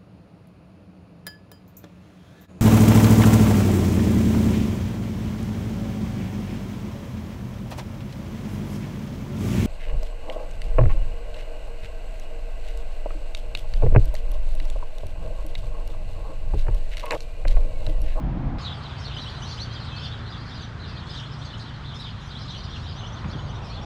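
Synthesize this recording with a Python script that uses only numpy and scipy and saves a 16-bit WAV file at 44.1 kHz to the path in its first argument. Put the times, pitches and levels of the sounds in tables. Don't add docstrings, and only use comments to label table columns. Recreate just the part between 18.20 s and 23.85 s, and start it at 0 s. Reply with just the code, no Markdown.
import sys
import numpy as np
from scipy import signal
from scipy.fft import rfft, irfft, next_fast_len
from scipy.io import wavfile
from scipy.ndimage import uniform_filter1d

SR = 44100
rng = np.random.default_rng(int(sys.argv[2]) if len(sys.argv) > 2 else 0)


def dump(signal):
    limited = np.clip(np.atleast_2d(signal).T, -1, 1)
    pcm = np.round(limited * 32767).astype(np.int16)
    wavfile.write(sys.argv[1], SR, pcm)


N = 249165
TIME = np.arange(N) / SR


def from_db(db):
    return 10 ** (np.asarray(db) / 20)


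def unit_rms(x):
    return x / np.sqrt(np.mean(x ** 2) + 1e-20)


def curves(rows):
    times_s, *columns = np.transpose(rows)
    return [np.interp(TIME, times_s, column) for column in columns]


def add(out, start_s, sound):
    at = max(int(start_s * SR), 0)
    out[at:at + len(sound)] += sound[:max(N - at, 0)]


def band(x, low_hz, high_hz):
    return signal.sosfilt(signal.butter(2, [low_hz, high_hz], "band", fs=SR, output="sos"), x)


def coloured_noise(spectrum):
    hz, db = np.transpose(spectrum)
    size = next_fast_len(N)
    bins_hz = np.maximum(np.fft.rfftfreq(size, 1 / SR), 1)
    gain = from_db(np.interp(np.log(bins_hz), np.log(hz), db, left=-120, right=-120))
    return unit_rms(irfft(rfft(rng.standard_normal(size)) * gain, size)[:N])


def drift(rate_hz):
    knots = rng.standard_normal(N // 8)
    return unit_rms(np.interp(TIME * rate_hz, np.arange(len(knots)), knots))


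def sine(pitch_hz):
    return np.sqrt(2) * np.sin(2 * np.pi * np.cumsum(pitch_hz) / SR)


# f/Hz, relative density/dB
CLOSE_SPECTRUM = [(15, -20), (25, -6), (45, 2), (70, -6.5), (100, -11.5), (140, -5), (190, -13.5),
                  (300, -16.5), (450, -31.5), (700, -26.5), (950, -31.5), (1500, -39), (2600, -47),
                  (4000, -54.5), (6400, -67.5), (8000, -72), (10000, -105)]


def close_traffic(level_db=-24.5):
    return from_db(level_db) * coloured_noise(CLOSE_SPECTRUM)


def syllable(length_s, start_hz, middle_hz, end_hz, edge):
    progress = np.linspace(0, 1, int(length_s * SR))
    parabola = np.polyfit([0, .5, 1], [start_hz, middle_hz, end_hz], 2)
    swell = unit_rms(signal.windows.tukey(len(progress), 2 * edge))
    return np.polyval(parabola, progress), swell


def syrinx(notes, flutter_hz, shimmer_db, second_db, third_db, edge):
    out, quiver, shimmer = np.zeros(N), drift(700), np.tanh(drift(450))
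    for start_s, length_s, start_hz, middle_hz, end_hz, level_db, rasp in notes:
        pitch_hz, swell = syllable(length_s, start_hz, middle_hz, end_hz, edge)
        stretch = (rng.integers(N) + np.arange(len(pitch_hz))) % N
        unsteadiness = .15 + .85 * rasp ** 2
        phase = 2 * np.pi * np.cumsum(pitch_hz + flutter_hz * unsteadiness * quiver[stretch]) / SR
        tone = np.sin(phase)
        tone += from_db(second_db) * np.sin(2 * phase) + from_db(third_db) * np.sin(3 * phase)
        tone *= from_db(shimmer_db * np.sqrt(rasp) * shimmer[stretch])
        add(out, start_s, from_db(level_db) * swell * unit_rms(tone))
    return out


def trees(calls, t60_s, wet_db):
    t = TIME[:SR]
    envelope = from_db(-60 * t / t60_s) * (1 - np.exp(-t / .0017))
    tail = band(rng.standard_normal(SR), 800, 10000) * envelope
    tail /= np.sqrt(np.sum(tail ** 2) * SR / (2 * 8200))
    return calls + from_db(wet_db) * signal.fftconvolve(calls, tail)[:N]


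SYLLABLE_SHAPES = {"arch": (.89, 0.81, 0.59), "buzz": (0.75, 0.74, 0.928), "slur": (1.02, .88, 0.625),
                   "fall": (1.12, .88, .52), "rise": (0.8, 1.08, .45), "scoop": (1, 1.3, 0.34),
                   "sweep": (.82, 1.02, .15)}
# t/s, length/s, middle f/Hz, level/dB, syllable name
NEAR_CHIRPS = [(0.379, .05, 5200, -55.5, "arch"), (0.408, .033, 6700, -59.5, "arch"),
               (0.437, 0.0522, 3884, -40.5, "arch"), (.44, .04, 4300, -47, "slur"),
               (0.479, .035, 3280, -44, "slur"), (0.501, .041, 3670, -43.5, "slur"),
               (0.613, 0.042, 4480, -51.5, "buzz"), (0.648, 0.029, 3850, -46.5, "slur"),
               (0.696, 0.036, 3530, -48.5, "fall"), (0.775, 0.066, 5390, -53.5, "arch"),
               (.84, 0.052, 4240, -43, "slur"), (0.903, 0.058, 3450, -44.5, "buzz"),
               (0.957, 0.038, 3170, -40, "scoop"), (0.962, .07, 5750, -58.5, "slur"),
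               (0.984, 0.073, 4000, -45.5, "slur"), (1.049, 0.055, 3190, -45, "rise"),
               (1.057, 0.083, 4340, -51, "buzz"), (1.143, .06, 4090, -50, "buzz"),
               (1.216, .024, 3000, -44, "scoop"), (1.216, 0.041, 6080, -50, "arch"),
               (1.24, .08, 4380, -47.5, "sweep"), (1.283, 0.038, 6020, -53.5, "arch"),
               (1.309, .028, 4350, -40.5, "slur"), (1.37, 0.029, 3150, -48, "scoop"),
               (1.39, .06, 5600, -58, "fall"), (1.393, 0.056, 4400, -39, "sweep"),
               (1.515, 0.052, 4400, -50.5, "rise"), (1.551, 0.032, 3610, -47.5, "fall"),
               (1.599, 0.046, 4100, -48.5, "arch"), (1.643, .099, 3690, -50, "fall"),
               (1.758, 0.039, 4360, -43.5, "slur"), (1.811, .065, 3530, -44.5, "arch"),
               (1.836, 0.032, 4730, -43, "arch"), (1.909, 0.037, 3640, -46, "rise"),
               (2.053, 0.052, 4050, -49.5, "slur"), (2.114, 0.054, 3590, -47.5, "arch"),
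               (2.2, .04, 4900, -59.5, "arch"), (2.27, .06, 5200, -54, "buzz"),
               (2.305, 0.037, 3600, -50, "slur"), (2.331, 0.06, 4850, -52.5, "slur"),
               (2.365, 0.055, 3700, -55, "buzz"), (2.417, 0.039, 3750, -48, "buzz"),
               (2.591, 0.072, 4120, -49.5, "arch"), (2.653, 0.076, 5150, -56, "buzz"),
               (2.66, .069, 3510, -54, "slur"), (2.762, 0.049, 3760, -50, "rise"),
               (2.876, 0.068, 3670, -49.5, "arch"), (2.893, 0.038, 5160, -47.5, "arch"),
               (2.925, 0.063, 4400, -50.5, "buzz"), (2.948, 0.021, 3680, -45, "rise"),
               (2.968, .03, 3550, -46, "slur"), (2.993, .028, 2950, -46.5, "scoop"),
               (3.027, .033, 3290, -48.5, "arch"), (3.103, 0.065, 5310, -54.5, "buzz"),
               (3.21, 0.035, 3850, -50.5, "rise"), (3.24, 0.049, 4420, -49, "fall"),
               (3.295, 0.03, 3460, -47, "arch"), (3.33, 0.031, 3130, -46.5, "scoop"),
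               (3.389, 0.049, 4370, -48.5, "buzz"), (3.447, 0.07, 3620, -52, "buzz"),
               (3.535, .04, 4060, -54.5, "fall"), (3.624, 0.11, 3820, -48.5, "buzz"),
               (3.728, 0.0484, 3530, -47.5, "sweep"), (3.785, 0.041, 5270, -53, "arch"),
               (3.784, 0.06, 3900, -46.5, "arch"), (3.829, 0.08, 3490, -45, "slur"),
               (3.995, 0.046, 3850, -57.5, "arch"), (4.1, 0.044, 4040, -50.5, "arch"),
               (4.149, .031, 3460, -43.5, "scoop"), (4.175, 0.052, 4940, -55, "buzz"),
               (4.214, 0.029, 5150, -49, "arch"), (4.274, 0.054, 3810, -44.5, "slur"),
               (4.291, .044, 6000, -59.5, "slur"), (4.323, 0.054, 3200, -44.5, "slur"),
               (4.385, 0.036, 4200, -50, "slur"), (4.43, 0.038, 5000, -49.5, "arch"),
               (4.432, .07, 3600, -54.5, "buzz"), (4.523, 0.027, 3620, -45, "arch"),
               (4.546, 0.029, 3000, -45.5, "slur"), (4.626, 0.11, 3720, -51, "buzz"),
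               (4.665, 0.081, 4930, -52, "arch"), (4.75, .083, 3660, -50, "buzz"),
               (4.827, 0.049, 3040, -45.5, "scoop"), (4.965, 0.033, 3310, -50, "fall"),
               (5.091, 0.042, 4350, -51.5, "sweep"), (5.121, 0.042, 3350, -48, "fall"),
               (5.175, 0.03, 3280, -49.5, "slur"), (5.286, .033, 3200, -52.5, "slur"),
               (5.349, .026, 3580, -50, "sweep"), (5.429, 0.066, 5170, -56, "arch"),
               (5.489, 0.082, 4380, -49.5, "arch"), (5.51, 0.046, 3280, -53, "rise"),
               (5.561, 0.043, 3520, -48.5, "arch")]


def near_flock():
    notes = []
    for start_s, length_s, middle_hz, level_db, shape in NEAR_CHIRPS:
        start_ratio, end_ratio, rasp = SYLLABLE_SHAPES[shape]
        start_hz, end_hz = start_ratio * middle_hz, end_ratio * middle_hz
        notes.append((start_s, length_s, start_hz, middle_hz, end_hz, level_db, rasp))
    calls = syrinx(notes, flutter_hz=350, shimmer_db=4.5, second_db=-35, third_db=-48, edge=.22)
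    return trees(calls, t60_s=.2, wet_db=-3)


# t/s, level/dB
FAR_FLOCK_SWELL = [(.42, -47), (.52, -49), (.59, -53.5), (.72, -52), (.9, -50), (1.3, -50), (1.85, -45.5),
                   (2.05, -51.5), (2.42, -46.5), (2.55, -65), (2.66, -51), (2.95, -47), (3.55, -54.5),
                   (4.35, -47), (5.05, -53), (5.65, -54)]


def far_flock_level_db(near_calls, window_s=.062, share=.28):
    slow_db, = curves(FAR_FLOCK_SWELL)
    near_power = uniform_filter1d(near_calls ** 2, int(window_s * SR))
    near_db = 10 * np.log10(near_power + from_db(-59.5) ** 2)
    return slow_db + share * (near_db - near_db.mean())


def far_flock(level_db, count=520):
    jitter, length, pitch, rise, fall, faintness, rasp = rng.random((count, 7)).T
    start_s = (np.arange(count) + jitter) / count * N / SR
    length_s = .02925 + .0483 * length
    middle_hz = 3150 * 1.55 ** (pitch ** 1.5)
    start_hz = middle_hz * (1.04 - .25 * rise)
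    end_hz = middle_hz * (1.04 - .23 * fall)
    notes = zip(start_s, length_s, start_hz, middle_hz, end_hz, -6 * faintness, rasp)
    calls = syrinx(notes, flutter_hz=400, shimmer_db=5, second_db=-31, third_db=-46, edge=.3)
    return from_db(level_db) * unit_rms(trees(calls, t60_s=.078, wet_db=-2))


# f/Hz, relative density/dB
SCOLD_SPECTRUM = [(4000, -6.5), (5000, 17), (6000, 9), (7200, 0.5), (8200, -5.5), (9200, -17.5),
                  (10500, -10.5), (12000, -32), (13500, -27), (15500, -38)]
# t/s, length/s, level/dB, tilt/(dB/octave)
SCOLD_CALLS = [(0.384, 0.069, -54, 0), (0.775, 0.06, -55.5, -1), (.955, 0.06, -55, 8),
               (1.007, 0.21, -58.5, 9), (1.196, 0.22, -51.5, -3), (1.81, 0.042, -55.5, 3),
               (2.244, .17, -64, 6), (2.86, 0.079, -56, 0), (2.933, 0.076, -51, -1),
               (3.187, .07, -54.5, -3), (3.37, .04, -53, -2), (3.737, 0.075, -53.5, 4),
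               (3.998, 0.15, -58.5, 7), (4.168, 0.2, -60.5, 3), (4.545, 0.12, -57.5, 0),
               (5.073, 0.069, -60, -2), (5.44, .06, -59.5, 5), (5.622, .04, -55, -3)]


def scolding(flock_db, attack_s=.012, release_s=.045, patchy_db=6):
    power = from_db(flock_db - 15.5) ** 2
    weighted_tilt = 0
    for start_s, length_s, call_db, call_tilt in SCOLD_CALLS:
        attack = np.clip((TIME - start_s) / attack_s, 0, 1)
        release = np.exp(-np.maximum(TIME - start_s - length_s, 0) / release_s)
        call_power = (from_db(call_db) * attack * release) ** 2
        power += call_power
        weighted_tilt += call_tilt * call_power
    level_db = 10 * np.log10(power)
    tilt_db_per_octave = weighted_tilt / power + .17 * (level_db - level_db.mean())
    edges_hz = np.geomspace(4000, 15500, 29)
    white, hiss = rng.standard_normal((2, N)), np.zeros(N)
    hz, db = np.transpose(SCOLD_SPECTRUM)
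    for k, (low_hz, high_hz) in enumerate(zip(edges_hz, edges_hz[1:])):
        centre_hz = np.sqrt(low_hz * high_hz)
        colour_db = np.interp(centre_hz, hz, db) + tilt_db_per_octave * np.log2(centre_hz / 6200)
        hiss += band(white[k % 2], low_hz, high_hz) * from_db(colour_db + patchy_db * drift(26))
    return from_db(level_db) * unit_rms(hiss)


# f/Hz, level/dB
ENGINE_ORDERS = [(57, -47), (80, -44.5), (113.5, -42.5), (140.5, -43), (188, -56.5), (228, -58.5)]


def engine_drone(waver_db=2.25, waver_hz=1.75):
    return sum(from_db(level_db + waver_db * drift(7.6)) * sine(hz + waver_hz * drift(10))
               for hz, level_db in ENGINE_ORDERS)


# t/s, level/dB, centre f/Hz
TYRE_PASSES = [(0.42, -44, 946), (2.3, -46.5, 1204), (4.72, -48.5, 1074), (4.82, -43, 904),
               (5.08, -43.5, 1085), (5.23, -44, 906), (5.65, -42.5, 826)]


def tyre_hiss():
    level_db, centre_hz = curves(TYRE_PASSES)
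    edges_hz = np.geomspace(450, 3000, 10)
    white, hiss = rng.standard_normal((2, N)), np.zeros(N)
    for k, (low_hz, high_hz) in enumerate(zip(edges_hz, edges_hz[1:])):
        octaves_off = np.log2(np.sqrt(low_hz * high_hz) / centre_hz)
        hiss += band(white[k % 2], low_hz, high_hz) * from_db(-13 * octaves_off ** 2 + 1.13 * drift(8.7))
    return from_db(level_db) * unit_rms(hiss)


# f/Hz, relative density/dB
RUMBLE_SPECTRUM = [(20, -19), (30, -5.5), (55, -4.5), (100, 0), (150, -7.5), (200, -13), (260, -14.5),
                   (400, -41.5)]
# f/Hz, relative density/dB
BODY_SPECTRUM = [(150, 8), (280, 0), (400, -2), (600, -5), (900, -8), (1600, -18.5), (2500, -40.5)]
# t/s, rumble/dB, body/dB, upper tyre hiss/dB
BRIDGE_LEVELS = [(.45, -38, -45, -51.5), (1.5, -38.5, -45.5, -52), (2.4, -39.5, -45.5, -61.5),
                 (4.1, -38.5, -48.5, -56), (5.3, -34.5, -43, -57), (5.65, -36.5, -44, -54.5)]


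def bridge_traffic():
    rumble_db, body_db, upper_db = curves(BRIDGE_LEVELS)
    rumble = from_db(rumble_db) * coloured_noise(RUMBLE_SPECTRUM)
    body = from_db(body_db) * coloured_noise(BODY_SPECTRUM)
    engines, tyres = engine_drone(), tyre_hiss()
    upper_hiss = from_db(upper_db) * unit_rms(band(rng.standard_normal(N), 1810, 3290))
    return rumble + body + engines + tyres + upper_hiss


# f/Hz, relative density/dB
AIR_SPECTRUM = [(600, -0.5), (1500, 3.5), (2300, -3.5), (3500, 0.5), (5000, -7), (7000, -16.5),
                (10000, -31.5), (13000, -57), (15500, -56)]


def air(level_db=-52.5):
    return from_db(level_db) * coloured_noise(AIR_SPECTRUM)


# t/s, length/s, start f/Hz, middle f/Hz, end f/Hz, level/dB
WHISTLE_NOTES = [(0.565, 0.046, 8400, 8400, 8100, -71), (1.71, 0.13, 2540, 2660, 2660, -50),
                 (1.84, .06, 2700, 2710, 2700, -56), (2.417, 0.034, 6400, 6020, 5740, -55),
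                 (2.64, 0.18, 3000, 2610, 2410, -58.5), (3.132, .15, 8600, 8100, 8000, -75),
                 (4.746, 0.082, 5370, 6150, 6050, -57.5), (5.153, 0.13, 6220, 6680, 6100, -66),
                 (5.415, .065, 2850, 2590, 2380, -57), (5.478, 0.073, 2350, 2440, 2830, -55)]
# t/s, length/s, top f/Hz, level/dB
UPSLUR_NOTES = [(4.433, .02, 5700, -57), (4.495, .03, 5800, -55), (4.862, .034, 6300, -55),
                (4.922, .028, 6300, -54.5), (4.985, .022, 5700, -60), (5.288, .028, 6400, -58.5),
                (5.343, .025, 6000, -58.5), (5.42, .016, 5700, -58.5), (5.612, .027, 5650, -56)]


def whistlers(upslur_start_hz=5400, climb_by_middle=.62):
    out, quaver_hz = np.zeros(N), 45 * drift(260)
    notes = list(WHISTLE_NOTES)
    for start_s, length_s, top_hz, level_db in UPSLUR_NOTES:
        middle_hz = upslur_start_hz + climb_by_middle * (top_hz - upslur_start_hz)
        notes.append((start_s, length_s, upslur_start_hz, middle_hz, top_hz, level_db))
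    for start_s, length_s, start_hz, middle_hz, end_hz, level_db in notes:
        pitch_hz, swell = syllable(length_s, start_hz, middle_hz, end_hz, edge=.083)
        pitch_hz += np.roll(quaver_hz, rng.integers(N))[:len(pitch_hz)]
        add(out, start_s, from_db(level_db) * swell * sine(pitch_hz))
    shimmer = from_db(1.5 * drift(120))
    return trees(out * shimmer, t60_s=.3, wet_db=-6)


# t/s, thud gain/dB, tick gain/dB
MIC_BUMPS = [(5.043, -21.5, -36), (5.142, -26, -49)]


def microphone_bumps(thud_t60_s=.18, tick_t60_s=.073, thud_rise_s=.0097):
    out, t = np.zeros(N), TIME[:SR // 2]
    for start_s, thud_db, tick_db in MIC_BUMPS:
        thud_noise, tick_noise = rng.standard_normal((2, len(t)))
        thud_envelope = from_db(-60 * t / thud_t60_s) * (1 - np.exp(-t / thud_rise_s))
        thud = unit_rms(band(thud_noise, 45, 230)) * thud_envelope
        tick = unit_rms(band(tick_noise, 300, 2400)) * from_db(-60 * t / tick_t60_s)
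        add(out, start_s, from_db(thud_db) * thud + from_db(tick_db) * band(tick, 200, 2600))
    return out


def scene(cut_s=.385, crossfade_s=.0002):
    near_calls = near_flock()
    flock_db = far_flock_level_db(near_calls)
    birds = near_calls + far_flock(flock_db) + scolding(flock_db) + whistlers()
    bank = birds + bridge_traffic() + microphone_bumps() + air()
    at_bank = np.clip((TIME - cut_s) / crossfade_s + .5, 0, 1)
    return (at_bank * bank + (1 - at_bank) * close_traffic())[None]


def record(dry):
    fade_s, stopband_hz = .003, 15500
    fade = np.clip(np.minimum(TIME, TIME[::-1]) / fade_s, 0, 1)
    return signal.sosfilt(signal.cheby2(12, 60, stopband_hz, fs=SR, output="sos"), dry * fade)


dry = scene()
out = record(dry)
dump(out)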